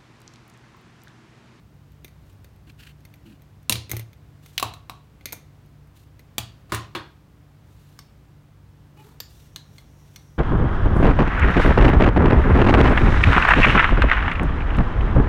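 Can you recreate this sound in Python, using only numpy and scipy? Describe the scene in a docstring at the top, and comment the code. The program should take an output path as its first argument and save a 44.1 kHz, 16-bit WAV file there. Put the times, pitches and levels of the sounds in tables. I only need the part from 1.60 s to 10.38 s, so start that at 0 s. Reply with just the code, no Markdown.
"""A small room with a low hum, heard from a bench where a circuit board is being repaired. Tips tick and tools rub
on the board; a spring-loaded desoldering pump fires, its nozzle skids off, the board clacks and the pump is laid down.
The board is turned over, a part snaps off and knocks down to one side, and a screwdriver picks at the board,
squeaking once as a thin hiss sets in. Each blow is a crack and a rattle of noise through an object's resonances,
with the room's answer and often the bench top's boom; rubbing, air and hiss are coloured noise, the hum is sines."""
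import sys
import numpy as np
from scipy import signal
from scipy.fft import rfft, irfft
from scipy.io import wavfile
from scipy.ndimage import map_coordinates

SR = 44100
rng = np.random.default_rng(int(sys.argv[2]) if len(sys.argv) > 2 else 0)


def master_out(mix):
    """Clip the mix to full scale and print it as 16-bit PCM to the path in sys.argv[1]."""
    frames = np.transpose(np.atleast_2d(mix))
    ceiling = np.clip(frames, -1, 1)
    pcm = np.round(ceiling * 32767).astype(np.int16)
    wavfile.write(sys.argv[1], SR, pcm)


N = 387198  # samples


def amp(db):
    """Decibels to gain."""
    return 10 ** (np.asarray(db) / 20)


def unit(x):
    """Scale to rms 1."""
    return x / np.sqrt(np.mean(x ** 2) + 1e-20)


def along(points, hz):
    """Read a curve of (Hz, value) points on a log frequency axis."""
    f, v = np.transpose(points)
    return np.interp(np.log(hz + 1), np.log(f + 1), v)


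def wobble(rate):
    """A smooth random curve with rate knots a second."""
    knots = rng.standard_normal(int(N * rate / SR) + 4)
    return map_coordinates(knots, [np.arange(N) * rate / SR])


def noise(colour):
    """Steady noise of rms 1 with the given colour."""
    hz = np.fft.rfftfreq(N, 1 / SR)
    white = rng.standard_normal(N)
    return unit(irfft(rfft(white) * amp(along(colour, hz)), N))


def causal(gain):
    """The minimum-phase response with this gain: the energy comes as early as it can."""
    cepstrum = irfft(np.log(np.maximum(gain, 1e-6)))
    half = len(cepstrum) // 2
    cepstrum[1:half] *= 2
    cepstrum[half + 1:] = 0
    return np.exp(rfft(cepstrum))


def at(s, x):
    """A silent track that holds x from time s, in seconds."""
    track = np.zeros(N)
    part = track[round(s * SR):][:len(x)]
    part += x[:len(part)]
    return track


# How long the small room rings. 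Each row: frequency in Hz, time to fall 60 dB in seconds.
ROOM_DECAY = [(100, .46), (260, 0.34), (700, 0.39), (1840, 0.33), (4850, 0.34), (12800, 0.17)]


def room(x, gap_s=0.0055):
    """The walls' answer to one blow: it builds up over a short gap, then each frequency dies at its own speed."""
    hz, t, grains = signal.stft(rng.standard_normal(len(x)), SR, nperseg=256)
    fade = amp(-60 * t / along(ROOM_DECAY, hz)[:, None])
    tail = signal.istft(grains * fade, SR, nperseg=256)[1][:len(x)]
    tail = tail * (1 - np.exp(-(np.arange(len(tail)) / SR / gap_s) ** 2))
    return signal.fftconvolve(x, tail / np.linalg.norm(tail))[:len(x)]


# Low resonances of the bench top, before each blow's boom level and a slight random detuning.
# Each row: frequency in Hz, relative level in dB, time to fall 60 dB in seconds.
BENCH_MODES = [(82, -4, 0.32), (112.6, 0, 0.37), (195.9, -17, 0.33), (337.8, -15.5, 0.24),
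               (408, -22.5, 0.17)]


def bench(t, swell_s=0.011):
    """The bench top takes a few cycles to swing up, then booms as decaying sines."""
    ring = 0
    for hz, db, t60 in BENCH_MODES:
        detuned_hz = hz * (1 + rng.normal(0, 0.01))
        ring = ring + amp(db - 60 * t / t60) * np.sin(2 * np.pi * detuned_hz * t)
    return ring * (1 - np.exp(-t / swell_s))


def blow(s, db, colour, modes, knock_db, edge_db, boom_db, room_db, rattle_t60, ring_db, crack):
    """One contact: a crack and a brief rattle ring the object, the bench and the room."""
    t, hz = np.arange(SR) / SR, np.fft.rfftfreq(SR, 1 / SR)
    force = rng.standard_normal(SR) * amp(-60 * t / rattle_t60)
    force /= np.linalg.norm(force)
    force[0] += crack
    peaks = sum(amp(g + ring_db) ** 2 / (1 + (2 * (hz - f) / width) ** 2) for f, width, g in modes)
    # a crowd of minor modes, about one every 60 Hz, is struck at new strengths each time
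    minor_db = 2.8 * map_coordinates(rng.standard_normal(len(hz) // 60 + 4), [hz / 60])
    body = np.sqrt(amp(along(colour, hz) + minor_db) ** 2 + peaks)
    # where and how hard the object is hit sets its knock (low band) and edge (high band) against the middle
    bands = ((250, 1400), (1500, 6500), (7000, 15500))
    low, mid, high = [np.linalg.norm(body[(hz > a) & (hz < b)]) for a, b in bands]
    low_gain_db = knock_db + 20 * np.log10(mid / low)
    high_gain_db = edge_db + 20 * np.log10(mid / high)
    balance = [(1250, low_gain_db), (1900, 0), (4400, 0), (6800, high_gain_db)]
    # the level is that of the middle band's energy gathered into one millisecond
    size = amp(db) * SR * np.sqrt(.001 / 2) / mid
    response = size * causal(body * amp(along(balance, hz)))
    ring = irfft(response)
    direct = irfft(response * rfft(force))
    direct *= np.linalg.norm(ring) / np.linalg.norm(direct)
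    # the walls gather sound from all sides of the object, so their answer is smoother than the direct crack
    return at(s, direct + amp(room_db) * room(ring) + amp(boom_db) * bench(t))


# The room's low hum, before the common hum level and the waver. Each row: frequency in Hz, level in dB.
HUM_TONES = [(48.5, -64.5), (64.6, -56), (97, -55), (114, -58.5), (145.5, -53.5), (194, -68),
             (291.5, -66.5), (339, -74), (437, -76)]
# Rumble of moving air. Each row: frequency in Hz, relative level in dB.
AIR_COLOUR = [(20, -23.5), (35, -11.5), (55, 1), (110, -3), (160, -3), (200, -8), (300, -12.5),
              (450, -17.5), (1000, -21), (3000, -30.5), (5500, -36), (10000, -41.5), (16000, -39.5)]


def background(air_db=-54, hum_db=-2.5, waver_db=2.1, drift_rad=0.57):
    """The room tone: sines wavering in level and phase over the noise of moving air."""
    t = np.arange(N) / SR
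    hum = 0
    for hz, db in HUM_TONES:
        level = amp(db + waver_db * wobble(6))
        phase = 2 * np.pi * (hz * t + rng.random()) + drift_rad * wobble(6.1)
        hum = hum + level * np.sin(phase)
    air = amp(air_db + 0.55 * wobble(2.7)) * noise(AIR_COLOUR)
    return amp(hum_db) * np.sqrt(2) * hum + air


# Broad colour of the circuit board. Each row: frequency in Hz, relative level in dB.
BOARD_COLOUR = [(120, -49), (200, -7), (400, -8.5), (933, -17.5), (1120, -19), (1740, -13.5), (2200, -4.5),
                (2960, -16.5), (3400, -9.5), (5230, -17.5), (6400, -15.5), (7410, -27), (9750, -14),
                (10500, -35.5), (12600, -11), (16000, -22.5)]
# Board resonances, before the ring level. Each row: frequency in Hz, width in Hz, level in dB.
BOARD_RESONANCES = [(2080, 110, 0), (2420, 24, -4.5), (3634, 100, -7.5), (4400, 140, -8.5),
                    (6400, 380, -11), (11460, 500, -12), (13890, 500, -13.5)]
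FIRM_DB = -29.5  # a tick this strong presses the board onto the bench
EDGE_SLOPE, BOOM_SLOPE = 0.42, 2.23  # dB of edge and of boom lost per dB that a tick is lighter


def tick(s, db, edge_db=2, boom_db=-3):
    """A tip touches the board: the lighter the touch, the duller it is and the less it reaches the bench."""
    light_db = max(FIRM_DB - db, 0)
    return blow(s, db, BOARD_COLOUR, BOARD_RESONANCES, knock_db=-8, edge_db=edge_db - EDGE_SLOPE * light_db,
                boom_db=db + boom_db - BOOM_SLOPE * light_db, room_db=-14.5, rattle_t60=0.023,
                ring_db=-1.5, crack=0.5)


# Nozzle and iron tick on the board. Each row: start in seconds, level in dB.
CLEAR_TICKS = [(0.4462, -35.5), (0.4802, -46.5), (.845, -45), (1.452, -43), (1.5397, -45), (2.2954, -34),
               (2.304, -35.5), (2.3154, -21), (2.3675, -29), (2.3954, -33), (2.5316, -47), (2.861, -42.5),
               (4.594, -44.5)]


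def tips(count=14, faint_db=-60, spread_db=2):
    """Clear ticks, and tiny bright ones while the nozzle is held on the joint and the board is turned over."""
    share = (np.arange(count) + rng.random(count)) / count
    when = np.interp(share, [0, .7, .701, 1], [.2, 2.08, 3.85, 4.7])  # two spans, in seconds
    faint = sum(blow(s, faint_db + spread_db * rng.standard_normal(), BOARD_COLOUR, BOARD_RESONANCES,
                     knock_db=-8, edge_db=0.5, boom_db=-np.inf, room_db=-10.5, rattle_t60=0.017,
                     ring_db=-2, crack=.5) for s in when)
    return faint + sum(tick(s, db) for s, db in CLEAR_TICKS)


# Strokes on the board. Each row: start in seconds, length in seconds, level in dB, what rubs.
STROKES = [(0.648, 0.12, -69, "finger"), (1.064, 0.064, -50, "palm"), (1.174, 0.16, -52.5, "nozzle"),
           (1.646, .13, -50, "palm"), (2.3, 0.15, -50.5, "nozzle"), (2.813, 0.23, -61, "finger"),
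           (4.338, 0.15, -63, "finger"), (6.03, .55, -68, "finger"), (7.36, 0.25, -55, "blade"),
           (7.668, 0.28, -60, "finger"), (8.112, .16, -65.5, "finger"), (8.42, 0.32, -67.5, "finger")]
# Colours of the rubbing: the board shuddering, nozzle on solder, blade on the part, skin sliding.
# Each row: frequency in Hz, relative level in dB.
DRAG_COLOUR = [(130, -17), (210, 11.5), (270, 3), (320, 7.5), (380, -16), (600, -25), (1500, -38)]
SCRAPE_COLOUR = [(1000, -16), (1500, 1), (2100, -5), (2850, 4.5), (3600, -7.5), (4270, -4.5), (5000, -13.5),
                 (6500, -22)]
GRATE_COLOUR = [(200, -19), (410, 10.5), (560, -17), (880, -1.5), (1200, -5), (2100, -11.5), (2750, -15),
                (3400, -21), (6000, -34)]
SKIN_COLOUR = [(2000, -33), (3500, 4.5), (5000, -2.5), (7000, -1), (10000, -4.5), (13000, -2), (16000, -6)]
BITE_SHARE, HOLD_SHARE = 0.14, 0.52  # shares of a stroke at which the pressure is full and starts to ease


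def rubbing(rough_db=4.5):
    """Tools and fingers catch and slip on the board; each stroke bites quickly and eases off."""
    t = np.arange(N) / SR
    slips = unit(amp(rough_db * wobble(110)))
    drag = noise(DRAG_COLOUR)
    scrape = noise(SCRAPE_COLOUR) * slips
    grate = noise(GRATE_COLOUR) * slips
    skin = noise(SKIN_COLOUR) * np.sqrt(slips)
    texture = {"finger": skin + amp(-6.5) * scrape,
               "palm": drag + amp(-11.5) * scrape + amp(-18) * skin,
               "nozzle": scrape + amp(-6.0) * drag + amp(-7.0) * skin,
               "blade": grate + amp(-4.0) * drag + amp(-7.0) * skin}
    strokes = np.zeros(N)
    for s, length, db, what in STROKES:
        pressure = np.interp((t - s) / length, [0, BITE_SHARE, HOLD_SHARE, 1], [0, 1, 1, 0])
        strokes += amp(db) * pressure * texture[what]
    return strokes


ROOM_PER_KNOCK = 0.2  # dB per dB: a blow that shakes the whole pump feeds the room more
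# The plunger's release, end stop and rebound.
# Each row: start in seconds, level in dB, knock in dB and edge in dB against the middle band.
PLUNGER_JOLTS = [(2.0959, -12.5, -4, 2.5), (2.1239, -11.5, -16.5, -5.5), (2.1557, -23, -9, -8.5)]
# Broad colour of the pump. Each row: frequency in Hz, relative level in dB.
PUMP_COLOUR = [(120, -34), (200, -0.5), (722, -11.5), (1270, -8), (1530, -16.5), (2130, -4.5), (3250, -4),
               (3970, -4), (6050, -9), (6520, -13.5), (7540, -13), (10900, -8), (16000, -14.5)]
# Pump resonances, before the ring level. Each row: frequency in Hz, width in Hz, level in dB.
PUMP_RESONANCES = [(2753, 160, 1), (4050, 600, 1), (6600, 400, -3.5), (9060, 400, -3)]


def pump_snap(room_db=-8.0):
    """The plunger is released, slams into its stop and rebounds; each jolt reaches the bench."""
    return sum(blow(s, db, PUMP_COLOUR, PUMP_RESONANCES, knock, edge, boom_db=-27,
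                    room_db=room_db + ROOM_PER_KNOCK * knock, rattle_t60=.022, ring_db=-1.5, crack=.22)
               for s, db, knock, edge in PLUNGER_JOLTS)


# The board clacks against the bench as it rocks and as it is lifted.
# Each row: start in seconds, level in dB, knock in dB and edge in dB against the middle band.
BOARD_CLACKS = [(2.333, -36, 9, -5), (3.610, -46, -2, -16), (3.6568, -22, -14, -5), (3.688, -39, -15, -18),
                (3.7239, -31, -8, 2.5), (3.7285, -31.5, 2, 6.5)]
# More resonances, with the board clear of the bench. Each row: frequency in Hz, width in Hz, level in dB.
FREE_RESONANCES = [(2380, 50, 3), (4270, 120, -8)]


def board_lift(boom_db=-12):
    """Held loosely, the board rings more freely; the duller a clack, the more the bench booms."""
    return sum(blow(s, db, BOARD_COLOUR, BOARD_RESONANCES + FREE_RESONANCES, knock, edge,
                    boom_db=db + knock + boom_db, room_db=-9.5, rattle_t60=0.025, ring_db=0, crack=0.46)
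               for s, db, knock, edge in BOARD_CLACKS)


# The barrel is laid down and settles.
# Each row: start in seconds, level in dB, knock in dB and edge in dB against the middle band.
BARREL_BLOWS = [(2.9792, -11, -22, -14), (2.9983, -21.5, -6, -5), (3.0274, -13.5, 2.5, -7.5),
                (3.138, -35.5, -2, -4.5), (3.297, -28.5, 2, -9)]
# Broad colour of the barrel. Each row: frequency in Hz, relative level in dB.
BARREL_COLOUR = [(120, -45.5), (200, -7), (500, -15.5), (700, -21), (1080, -8.5), (1350, -11), (1900, -19),
                 (2600, -21), (4050, -14), (4860, -21.5), (5730, -21), (9230, -25.5), (12400, -23.5),
                 (16000, -29.5)]
# Barrel resonances, before the ring level. Each row: frequency in Hz, width in Hz, level in dB.
BARREL_RESONANCES = [(719, 34, 4.5), (970, 30, -1), (1113, 90, 5), (2700, 340, -5.5), (3250, 240, -9.5),
                     (3940, 220, -4)]
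# The bench top's short woody ring. Each row: frequency in Hz, relative level in dB.
WOOD_COLOUR = [(350, -26.5), (650, -4.5), (950, 2), (1200, -4), (1550, -19.5), (4000, -47)]


def pump_down(room_db=-11.0, boom_db=-17, wood_db=-20, wood_t60=.26):
    """The barrel clatters down; the more knock in a blow, the more the bench booms and its wood rings."""
    t = np.arange(N) / SR
    clatter = np.zeros(N)
    for s, db, knock, edge in BARREL_BLOWS:
        clatter += blow(s, db, BARREL_COLOUR, BARREL_RESONANCES, knock, edge, boom_db=db + knock + boom_db,
                        room_db=room_db + ROOM_PER_KNOCK * knock, rattle_t60=0.024, ring_db=-2.0, crack=0.76)
        wood = noise(WOOD_COLOUR) * amp(-60 * t / wood_t60)
        clatter += at(s, amp(db + knock + wood_db) * wood)
    return clatter


PART_SNAP_S, PART_SNAP_DB = 4.782, -14.5  # the part breaks free
# It grazes, lands, tumbles and lands again. 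Each row: start in seconds, level in dB, knock in dB and edge in dB
# against the middle band, bench boom in dB, rattle's time to fall 60 dB in seconds, room level in dB.
PART_LANDINGS = [(5.0955, -48.5, 1, -10, -56, .05, 5.5), (5.1209, -16.5, 1.5, -8.5, -22, 0.052, -2.5),
                 (5.1459, -19.5, -1.5, -5, -52, 0.034, -8.5), (5.3502, -18, -0.5, -19.5, -36.5, 0.084, -4)]
# Broad colours of the snap and of the landings. Each row: frequency in Hz, relative level in dB.
PART_COLOUR = [(120, -47), (200, -3.5), (548, -29), (735, -13), (1160, -6.5), (1950, -5.5), (2500, 3),
               (3100, 5.5), (4500, -2.5), (5200, -17.5), (7000, -21), (14900, -19.5), (16000, -27.5)]
LANDING_COLOUR = [(120, -21), (200, 6.5), (260, -22), (347, 3), (420, -27), (538, -3.5), (806, -1),
                  (1100, 5.5), (1900, -14), (2700, -12.5), (4120, -15), (5200, -21), (10100, -22.5),
                  (16000, -29)]
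# Resonances of both, before the ring level. Each row: frequency in Hz, width in Hz, level in dB.
PART_RESONANCES = [(687, 48, 0.5), (1940, 300, -4), (2480, 210, 2), (3150, 400, 6), (3700, 300, 4),
                   (4580, 180, 6.5)]
LANDING_RESONANCES = [(338, 49, 11.5), (412, 29, 3.5), (1088, 98, 0), (1220, 77, -6), (1450, 120, -0.5),
                      (1865, 80, -7.5), (2300, 42, -9)]


def loose_part():
    """A part snaps off the board and knocks down nearby, ringing other resonances where it lands."""
    snap = blow(PART_SNAP_S, PART_SNAP_DB, PART_COLOUR, PART_RESONANCES, knock_db=-5.5, edge_db=-4,
                boom_db=-29, room_db=-11.0, rattle_t60=0.029, ring_db=-1.5, crack=0.26)
    landings = sum(blow(s, db, LANDING_COLOUR, LANDING_RESONANCES, knock, edge, boom, room_db, t60,
                        ring_db=-1.0, crack=0.12)
                   for s, db, knock, edge, boom, t60, room_db in PART_LANDINGS)
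    return snap + landings


# Screwdriver taps. Each row: start in seconds, level in dB, knock in dB and edge in dB against the middle band,
# ring level in dB, ringing pitches in Hz.
BLADE_TAPS = [(6.3901, -34.5, -9.5, -7.5, 7.5, (1126, 2140, 4500, 5330)),
              (7.603, -23.5, -14, -3.5, 12, (4610, 5040, 7050, 13400)),
              (7.961, -25, -14, -11, 12.5, (4120, 3930)),
              (8.1827, -38, -10.5, -10.5, 10, (4250, 3400, 2100, 1120)),
              (8.5604, -34, -15.5, -9, 6, (4300, 2150, 5800))]
# Broad colour of the screwdriver. Each row: frequency in Hz, relative level in dB.
DRIVER_COLOUR = [(180, -29), (400, -4), (1200, -2.5), (2600, -7.5), (3700, 0), (5000, -31), (6500, -43),
                 (8500, -11.5), (11000, -25), (13200, -14), (16000, -22)]
# Its lasting resonances, before the ring level. Each row: frequency in Hz, width in Hz, level in dB.
DRIVER_RESONANCES = [(1710, 190, -10.5), (6380, 570, -16)]


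def screwdriver(width=0.039):
    """Blade and board ring at different pitches with every grip; held clear, the board does not boom the bench."""
    taps = np.zeros(N)
    for s, db, knock, edge, ring_db, pitches in BLADE_TAPS:
        grip = [(hz, width * hz, 0) for hz in pitches]
        taps += blow(s, db, DRIVER_COLOUR, DRIVER_RESONANCES + grip, knock, edge, boom_db=-np.inf,
                     room_db=-10.5, rattle_t60=0.027, ring_db=ring_db, crack=0.44)
    return taps


SQUEAK_S, SQUEAK_LENGTH_S = 7.368, .065  # the blade's first bite
# Partials of the squeak. Each row: frequency in Hz before the waver, level in dB at the top of the swell.
SQUEAK_TONES = [(861, -52.5), (2480, -58), (2930, -60)]


def squeak(waver=0.023):
    """The blade squeaks briefly as it first bites: unsteady sines under one swell."""
    t = np.arange(N) / SR
    swell = np.sin(np.pi * np.clip((t - SQUEAK_S) / SQUEAK_LENGTH_S, 0, 1))
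    tones = 0
    for hz, db in SQUEAK_TONES:
        warped_s = np.cumsum(1 + waver * wobble(200)) / SR
        tones = tones + amp(db) * np.sin(2 * np.pi * hz * warped_s)
    return swell * tones


HISS_START_S, HISS_RISE_S, HISS_DB = 7.55, 0.11, -69.5
# Colour of the thin hiss. Each row: frequency in Hz, relative level in dB.
HISS_COLOUR = [(1500, -14), (4900, -14), (5600, 5.5), (6400, -0.5), (7300, -7), (15000, -11)]


def hiss(flutter_db=1.1):
    """A thin hiss of coloured noise fades in and stays, fluttering slightly."""
    rise = np.clip((np.arange(N) / SR - HISS_START_S) / HISS_RISE_S, 0, 1)
    return rise * amp(HISS_DB + flutter_db * wobble(30)) * noise(HISS_COLOUR)


def scene():
    """Everything at the bench, in one channel."""
    mix = background() + tips() + rubbing() + pump_snap() + board_lift() + pump_down()
    mix = mix + loose_part() + screwdriver() + squeak() + hiss()
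    return mix[None]


TOP_HZ = 16000


def record(dry):
    """One microphone channel, falling off steeply at the recorder's band limit."""
    hz = np.fft.rfftfreq(N, 1 / SR)
    return irfft(rfft(dry) / np.sqrt(1 + (hz / TOP_HZ) ** 160), N)


dry = scene()
out = record(dry)
master_out(out)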